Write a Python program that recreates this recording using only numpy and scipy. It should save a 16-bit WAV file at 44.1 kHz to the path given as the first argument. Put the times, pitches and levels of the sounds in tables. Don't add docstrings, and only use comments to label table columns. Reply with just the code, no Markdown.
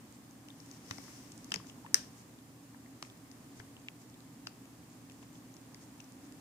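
import sys
import numpy as np
from scipy import signal
from scipy.fft import rfft, irfft
from scipy.io import wavfile

SR = 44100
rng = np.random.default_rng(int(sys.argv[2]) if len(sys.argv) > 2 else 0)


def persist_wave(psi):
    counts = np.round(np.clip(psi, -1, 1) * 32767).astype(np.int16)
    wavfile.write(sys.argv[1], SR, np.atleast_2d(counts).T)


def voltage_ratio(level):
    return 10 ** (np.asarray(level, float) / 20)


N = 282504
CRACK_S = 1.9436


def rms_one(x):
    return x / np.sqrt(np.mean(x ** 2) + 1e-20)


def in_time(rows):
    return np.interp(np.arange(N) / SR, *np.transpose(rows))


def at_hz(points, hz):
    table_hz, value = np.transpose(points)
    return np.interp(np.log(hz + 1e-9), np.log(table_hz), value)


def drift(rate_hz):
    knots = rng.standard_normal(400)
    return np.interp(np.arange(N) / SR * rate_hz, np.arange(400), knots)


def colour(x, points):
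    cepstrum = irfft(np.log(voltage_ratio(at_hz(points, np.fft.rfftfreq(4096, 1 / SR)))))
    cepstrum[1:2048] *= 2
    response = irfft(np.exp(rfft(cepstrum[:2049], 4096)))[:2048]
    return signal.fftconvolve(x, response)[:len(x)]


def resonance(x, hz, width_hz):
    r = np.exp(-np.pi * width_hz / SR)
    zeros = [(1 - r * r) / 2, 0, (r * r - 1) / 2]
    poles = [1, -2 * r * np.cos(2 * np.pi * hz / SR), r * r]
    return signal.lfilter(zeros, poles, x)


def ping(hz, width_hz):
    impulse = np.eye(1, 1024)[0]
    pulse = resonance(resonance(impulse, hz, width_hz), hz, width_hz * 1.2)
    return pulse / np.abs(pulse).max()


def grains(per_s, spread_db):
    sizes_db = spread_db * np.minimum(rng.exponential(1, (2, N)), 4)
    sizes = voltage_ratio(sizes_db) * rng.choice([-1, 1], (2, N))
    return rms_one(sizes * (rng.random((2, N)) < per_s / SR))


def crumble(length_ms, draw):
    t_ms = np.arange(400) / SR * 1000
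    sparse = draw ** 3 * np.exp(-(t_ms / length_ms) ** 2)
    run = voltage_ratio(-20.5) * (sparse[0] + 1.12 * sparse[1:])
    run[:, 0] = 1
    return run


def crumbling_ms(db, share):
    shortest_ms, ms_per_db, faint_db = 1.55, 0.1, -52
    return share * (shortest_ms + ms_per_db * max(db - faint_db, 0))


def clicks(table, gain_db, edge_db, lag_s):
    out, edge = np.zeros((2, N + 1500)), ping(5000, 14000)
    draws = rng.standard_normal((len(table), 3, 400))
    for (s, peak_db, hz, cycles, pan_db, length_ms), draw in zip(table, draws):
        ring = ping(hz, hz / np.clip(cycles, .5, 12)) + voltage_ratio(edge_db) * edge
        left, right = (np.convolve(run, ring) for run in crumble(length_ms, draw))
        start = int((s + lag_s) * SR)
        left_gain = voltage_ratio(peak_db + gain_db + pan_db / 2) / np.abs(left).max()
        right_gain = voltage_ratio(peak_db + gain_db - pan_db / 2) / np.abs(right).max()
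        out[0, start + 5:start + 5 + len(left)] += left_gain * left
        out[1, start:start + len(right)] += right_gain * right
    return out[:, :N]


def tongue():
    # middle in seconds, length in seconds, level in dB.
    strokes = [(0.145, 0.043, -70), (1.684, 0.052, -65), (2.192, 0.065, -63), (2.636, 0.042, -71.5),
               (3.072, 0.079, -64.5), (3.585, 0.073, -66), (4.015, 0.055, -69.5), (4.472, 0.03, -66),
               (4.933, 0.033, -67), (5.228, .03, -67), (5.361, 0.045, -64), (5.83, 0.07, -64),
               (6.25, 0.043, -67)]
    t = np.arange(N) / SR
    swell = sum(voltage_ratio(db) * np.exp(-((t - s) / (length_s / 2)) ** 2) for s, length_s, db in strokes)
    rasp = [resonance(g, 6200, 3500) + voltage_ratio(-9) * resonance(g, 2300, 1200) for g in grains(6000, 3.0)]
    unevenness = voltage_ratio(3.0 * drift(50))
    return swell * unevenness * rms_one(np.array(rasp)) * voltage_ratio([[0], [-4]])


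def crack():
    # pitch in Hz, width in Hz, peak in dB.
    left_modes = [(1760, 1040, -19), (5660, 910, -8), (10100, 1600, -16), (13300, 2500, -19),
                  (4350, 360, -30), (7400, 880, -25), (3300, 1150, -30.5)]
    right_modes = [(2160, 1300, -24.5), (5050, 1300, -17.5), (8950, 1600, -13), (7330, 780, -33),
                   (12800, 2900, -11), (3600, 4900, -36.5)]
    # delay in seconds, level in dB, left pitch in Hz, right pitch in Hz.
    bounce = (.0022, -24, 5450, 5300)
    delay_s, bounce_db, *bounce_hz = bounce
    out = np.zeros((2, N))
    splinters = crumble(2.1, rng.standard_normal((3, 400)))
    for side, modes in enumerate([left_modes, right_modes]):
        start = int(CRACK_S * SR) + 6 * (1 - side)
        out[side, start:start + 1024] += sum(voltage_ratio(db) * ping(hz, width_hz) for hz, width_hz, db in modes)
        out[side, start:start + 400] += voltage_ratio(-20.5) * resonance(splinters[side], 6800, 11000)
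        start += int(delay_s * SR)
        out[side, start:start + 1024] += voltage_ratio(bounce_db) * ping(bounce_hz[side], 500)
    return out


def snaps():
    # start in seconds, peak in dB, pitch in Hz, left over right in dB.
    crumb_rows = [(0.1246, -50.5, 6740, -10), (0.3093, -48.5, 6420, 6), (0.4853, -49, 5330, 9),
                  (0.601, -45, 5700, 14), (0.6614, -48, 8940, -2), (0.7128, -46, 5900, 12),
                  (0.8836, -48, 5420, 10), (0.9093, -35, 5750, 19), (0.9817, -41, 5240, 14),
                  (1.3186, -38, 7900, 7), (1.3773, -43.5, 6900, -6), (1.444, -38.5, 7500, 3),
                  (1.5058, -44, 5530, 1), (1.5198, -31.5, 5300, 15), (1.5404, -24, 5740, 6.5),
                  (1.5585, -33, 5130, 16), (1.669, -48, 5700, 10.5), (1.6963, -52, 5200, 6),
                  (3.025, -32.5, 4960, 0), (3.314, -46, 5730, 11), (3.5964, -45, 5370, 9),
                  (4.4704, -36, 5600, 15.5), (5.0983, -47, 5150, -1), (5.5402, -47, 6850, 13),
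                  (5.5664, -45.5, 5860, 12), (5.7443, -40, 5200, 5), (6.0035, -45, 5900, 9.5),
                  (6.042, -51, 6350, 12), (6.3225, -43, 9040, 4)]
    # start in seconds, peak in dB.
    tick_rows = [(0.5028, -59), (3.1744, -55), (3.7994, -54), (3.8194, -56), (4.0987, -50), (4.2044, -54),
                 (4.655, -53), (4.8994, -54), (5.1194, -49), (5.1514, -60), (5.3294, -55), (5.5194, -53),
                 (5.6144, -55), (5.8094, -64), (6.1212, -48)]
    tick_hz, tick_spread, tick_cycles, tick_pan_db, tick_ms = 6600, .07, 2.5, 0, 1.55
    crumbs = [(s, db, hz, 2.1 + 0.12 * max(pan_db, 0), pan_db, crumbling_ms(db, 0.73))
              for s, db, hz, pan_db in crumb_rows]
    ticks = [(s, db, tick_hz * (1 + tick_spread * chance), tick_cycles, tick_pan_db, tick_ms)
             for (s, db), chance in zip(tick_rows, rng.standard_normal(len(tick_rows)))]
    return clicks(crumbs + ticks, gain_db=-1.5, edge_db=6, lag_s=.0003)


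def body():
    # start in seconds, peak in dB, pitch in Hz.
    ring_rows = [(0.485, -52, 2890), (0.503, -48.5, 3600), (0.9827, -50.5, 2030), (1.6973, -49, 2930),
                 (2.388, -53, 3140), (2.86, -61.5, 2000), (3.049, -53, 2320), (3.2565, -64, 2190),
                 (3.3136, -60, 2030), (3.5997, -57, 1990), (3.594, -63, 1290), (3.601, -54, 3200),
                 (3.605, -58, 2200), (3.766, -52, 2840), (4.142, -55.5, 3530), (4.2044, -55, 4000),
                 (4.6546, -61, 2950), (5.0976, -50.5, 2800), (5.1114, -58, 2240), (5.227, -56, 2760),
                 (5.233, -61, 2130), (5.3544, -57, 3260), (5.7465, -55, 2140), (6.0011, -50.5, 2810),
                 (6.3225, -58, 2560)]
    # start in seconds, peak in dB, pitch in Hz, cycles of ring.
    chime_rows = [
        (0.9088, -41, 1900, 1.7),
        (0.9105, -38, 3060, 2.2),
        (1.5183, -29.5, 2700, 2.3),
        (1.5399, -30.5, 2620, 1.9),
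        (1.5588, -43, 2130, 2.5),
        (3.026, -43.5, 2640, 3.7),
        (4.47, -40, 2670, 4.1),
        (4.4688, -39, 4350, 5.5),
    ]
    # start in seconds, peak in dB, pitch in Hz, lower modes in dB,
    # crumbling in ms.
    pop_rows = [(0.9093, -36, 1250, -11.5, 1.7), (0.983, -51.5, 1100, 0, 1.7), (1.08, -55, 1300, -1.5, 1.6),
                (1.519, -36, 1340, -10, 1.1), (1.5413, -39.5, 1650, -6.5, 1.2),
                (1.559, -45.5, 1600, -4, 1.2), (1.644, -57, 1300, -5, 3.1), (3.025, -41, 1250, -10.5, 1.5),
                (3.599, -49, 1560, -3.5, 1.2), (4.4703, -43, 1350, -8.5, 0.34), (5.227, -57, 1030, -6, 1.2)]
    # share of the body's pitch, cycles of ring, level in dB.
    lower_modes = [(0.52, 1.5, -0.5), (0.26, 3.7, -3)]
    rings = [(s, db, hz, 4, 4, crumbling_ms(db, 0.7)) for s, db, hz in ring_rows]
    rings += [(s, db, hz, cycles, 2.2, crumbling_ms(db, 1.0)) for s, db, hz, cycles in chime_rows]
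    pops = [(s, db, hz, 2.8, 4.5, ms) for s, db, hz, _, ms in pop_rows]
    thuds = [(s, db + low_db + mode_db, hz * share, cycles, 1.5, 1.14 * ms)
             for s, db, hz, low_db, ms in pop_rows for share, cycles, mode_db in lower_modes]
    return (clicks(pops, gain_db=0.5, edge_db=-26, lag_s=0.00068)
            + clicks(rings, gain_db=1.5, edge_db=-2.5, lag_s=0.00031)
            + clicks(thuds, gain_db=5.5, edge_db=-30, lag_s=0.001026))


def smacks():
    # start in seconds, peak in dB, pitch in Hz, cycles of ring.
    smack_rows = [
        (1.847, -45.5, 890, 8.2),
        (1.8625, -54, 1750, 13),
        (1.863, -51, 2700, 3.0),
        (1.8635, -47.5, 1040, 4.5),
        (1.6, -48, 1080, 5),
        (2.746, -55, 1600, 4.3),
        (2.746, -53, 930, 2.9),
        (3.885, -33, 2430, 2.4),
        (3.1, -50, 3300, 3.7),
        (3.8865, -50, 3300, 7.5),
    ]
    pan_db, length_ms = 1.5, .2
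    pops = [(s, db, hz, cycles, pan_db, length_ms) for s, db, hz, cycles in smack_rows]
    return clicks(pops, gain_db=0, edge_db=-40, lag_s=0)


def foil():
    # time in seconds, level in dB.
    pressure = [
        (.5, -80),
        (.7, -66.5),
        (.76, -63.5),
        (.8, -72),
        (.9, -59.5),
        (1.17, -61.5),
        (1.33, -69.5),
        (1.52, -70),
        (1.65, -80),
    ]
    t = np.arange(N) / SR
    touched = (t > pressure[0][0]) & (t < pressure[-1][0])
    left, right = grains(7000, 2.8)
    left = (resonance(left, 5500, 1600) + voltage_ratio(-11) * resonance(left, 12000, 8000)
            + voltage_ratio(-10.5) * resonance(left, 1900, 2500))
    right = (voltage_ratio(-13.0) * resonance(right, 6700, 5000) + voltage_ratio(-8) * resonance(right, 12200, 6000)
             + voltage_ratio(-7.5) * resonance(right, 1500, 2600))
    return touched * voltage_ratio(in_time(pressure)) * rms_one(np.array([left, right]))


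def jolts():
    # start in seconds, level in dB, pitch in Hz.
    knocks = [
        (0.909, -44.5, 105),
        (0.929, -56, 187),
        (1.519, -48, 192),
        (1.562, -41.5, 182),
        (1.946, -41.5, 400),
        (1.961, -51, 183),
        (3.598, -46, 107),
    ]
    out, t = np.zeros(N + 4096), np.arange(4096) / SR
    for s, db, hz in knocks:
        start = int(s * SR)
        out[start:start + 4096] += voltage_ratio(db) * np.sin(2 * np.pi * hz * t) * np.exp(-t * hz / 2.55)
    return out[:N]


def fans():
    # pitch in Hz, rms level in dB.
    motor_lines = [(113, -67.5), (121, -64), (167, -78), (252, -67.5), (770, -79.5)]
    # frequency in Hz, density in dB per Hz.
    air_colour = [(22, -55), (45, -19.5), (80, -10), (120, -8.5), (165, -3), (195, -6.5), (280, 2.5),
                  (340, -10.5), (480, -16), (800, -19), (1150, -20), (1400, -26.5), (2000, -29.5),
                  (4000, -34), (16000, -30)]
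    # time in seconds, level in dB.
    air_level = [(0.0, -57), (0.4, -58), (1.1, -55.5), (2.16, -56.5), (2.46, -58.5), (3.6, -56.5),
                 (3.94, -58), (6.41, -56.5)]
    # frequency in Hz, correlation.
    likeness = [(60, .76), (130, .93), (290, .96), (640, .5), (1410, .17), (3100, 0)]
    hz = np.fft.rfftfreq(N, 1 / SR)
    alike = at_hz(likeness, hz)
    mid, side = rfft(rng.standard_normal((2, N)))
    pair = np.sqrt(1 + alike) * mid + np.sqrt(1 - alike) * side * [[1], [-1]]
    noise = rms_one(irfft(voltage_ratio(at_hz(air_colour, hz)) * pair, N))
    out = voltage_ratio(in_time(air_level) + 2.0) * noise
    for line_hz, db in motor_lines:
        phase = 2 * np.pi * np.cumsum(line_hz * (1 + 0.0036 * drift(2.994))) / SR
        out = out + voltage_ratio(db + 1 + 0.29 * drift(3.4)) * np.sin(phase + 6 * rng.random())
    return out


def room(x):
    # delay in seconds, spread in seconds, dB over the tail.
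    echoes = [(.0088, .0012, 7), (.0112, .0008, 6), (.024, .003, 2)]
    # frequency in Hz, T60 in seconds.
    decay = [(300, 0.38), (1500, 0.31), (5500, 0.33), (9000, 0.067), (14000, 0.2)]
    t = np.arange(SR // 2) / SR
    white = rng.standard_normal((2, len(t)))
    tail = 0
    for low_hz in 250 * 2 ** np.arange(0, 6, .5):
        sos = signal.butter(1, [low_hz, low_hz * np.sqrt(2)], "band", fs=SR, output="sos")
        tail = tail + signal.sosfilt(sos, white) * voltage_ratio(-60 * t / at_hz(decay, low_hz * 1.2))
    swells_db = sum(db * np.exp(-((t - delay_s) / spread_s) ** 2) for delay_s, spread_s, db in echoes)
    tail = tail * np.clip((t - .002) / 0.0079, 0, 1) * voltage_ratio(swells_db)
    tail = voltage_ratio(-16) * tail / np.sqrt(np.sum(tail ** 2, axis=1, keepdims=True))
    return signal.fftconvolve(x, tail, axes=1)[:, :N]


def scene():
    dull, bright, wet, loud = body(), snaps(), smacks(), crack()
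    outward = voltage_ratio(-4.0) * loud + voltage_ratio(-1.5) * dull + voltage_ratio(-1.5) * bright + voltage_ratio(-19) * wet
    start = int(CRACK_S * SR)
    outward[:, start] += voltage_ratio(2.5)
    outward[:, start + 1] -= voltage_ratio(-14)
    near = loud + dull + bright + wet
    return near + room(outward) + tongue() + foil() + jolts() + fans()


def band_limit(x):
    return signal.sosfilt(signal.butter(12, 16850, fs=SR, output="sos"), x)


def record(dry):
    # frequency in Hz, gain in dB.
    left_port = [(300, 0), (1200, 1.5), (1750, 8.5), (2500, 6.5), (3800, 4), (4700, 4.5), (5600, 6.5),
                 (6600, 5.5), (8500, -12.5), (11000, -10.5), (16000, -7.5)]
    right_port = [(300, 0.5), (1200, 2.5), (2300, 2), (4300, 5.5), (5150, 7.5), (5700, 3), (6900, 9.5),
                  (8500, 7.5), (10500, 2), (13500, -6), (16000, 7)]
    ports = np.array([colour(dry[0], left_port), colour(dry[1], right_port)])
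    hissing = ports + voltage_ratio(-66.5) * rng.standard_normal((2, N))
    top_cut = signal.cheby2(10, 50, 16150, fs=SR, output="sos")
    return band_limit(signal.sosfilt(top_cut, hissing))


dry = scene()
out = record(dry)
persist_wave(out)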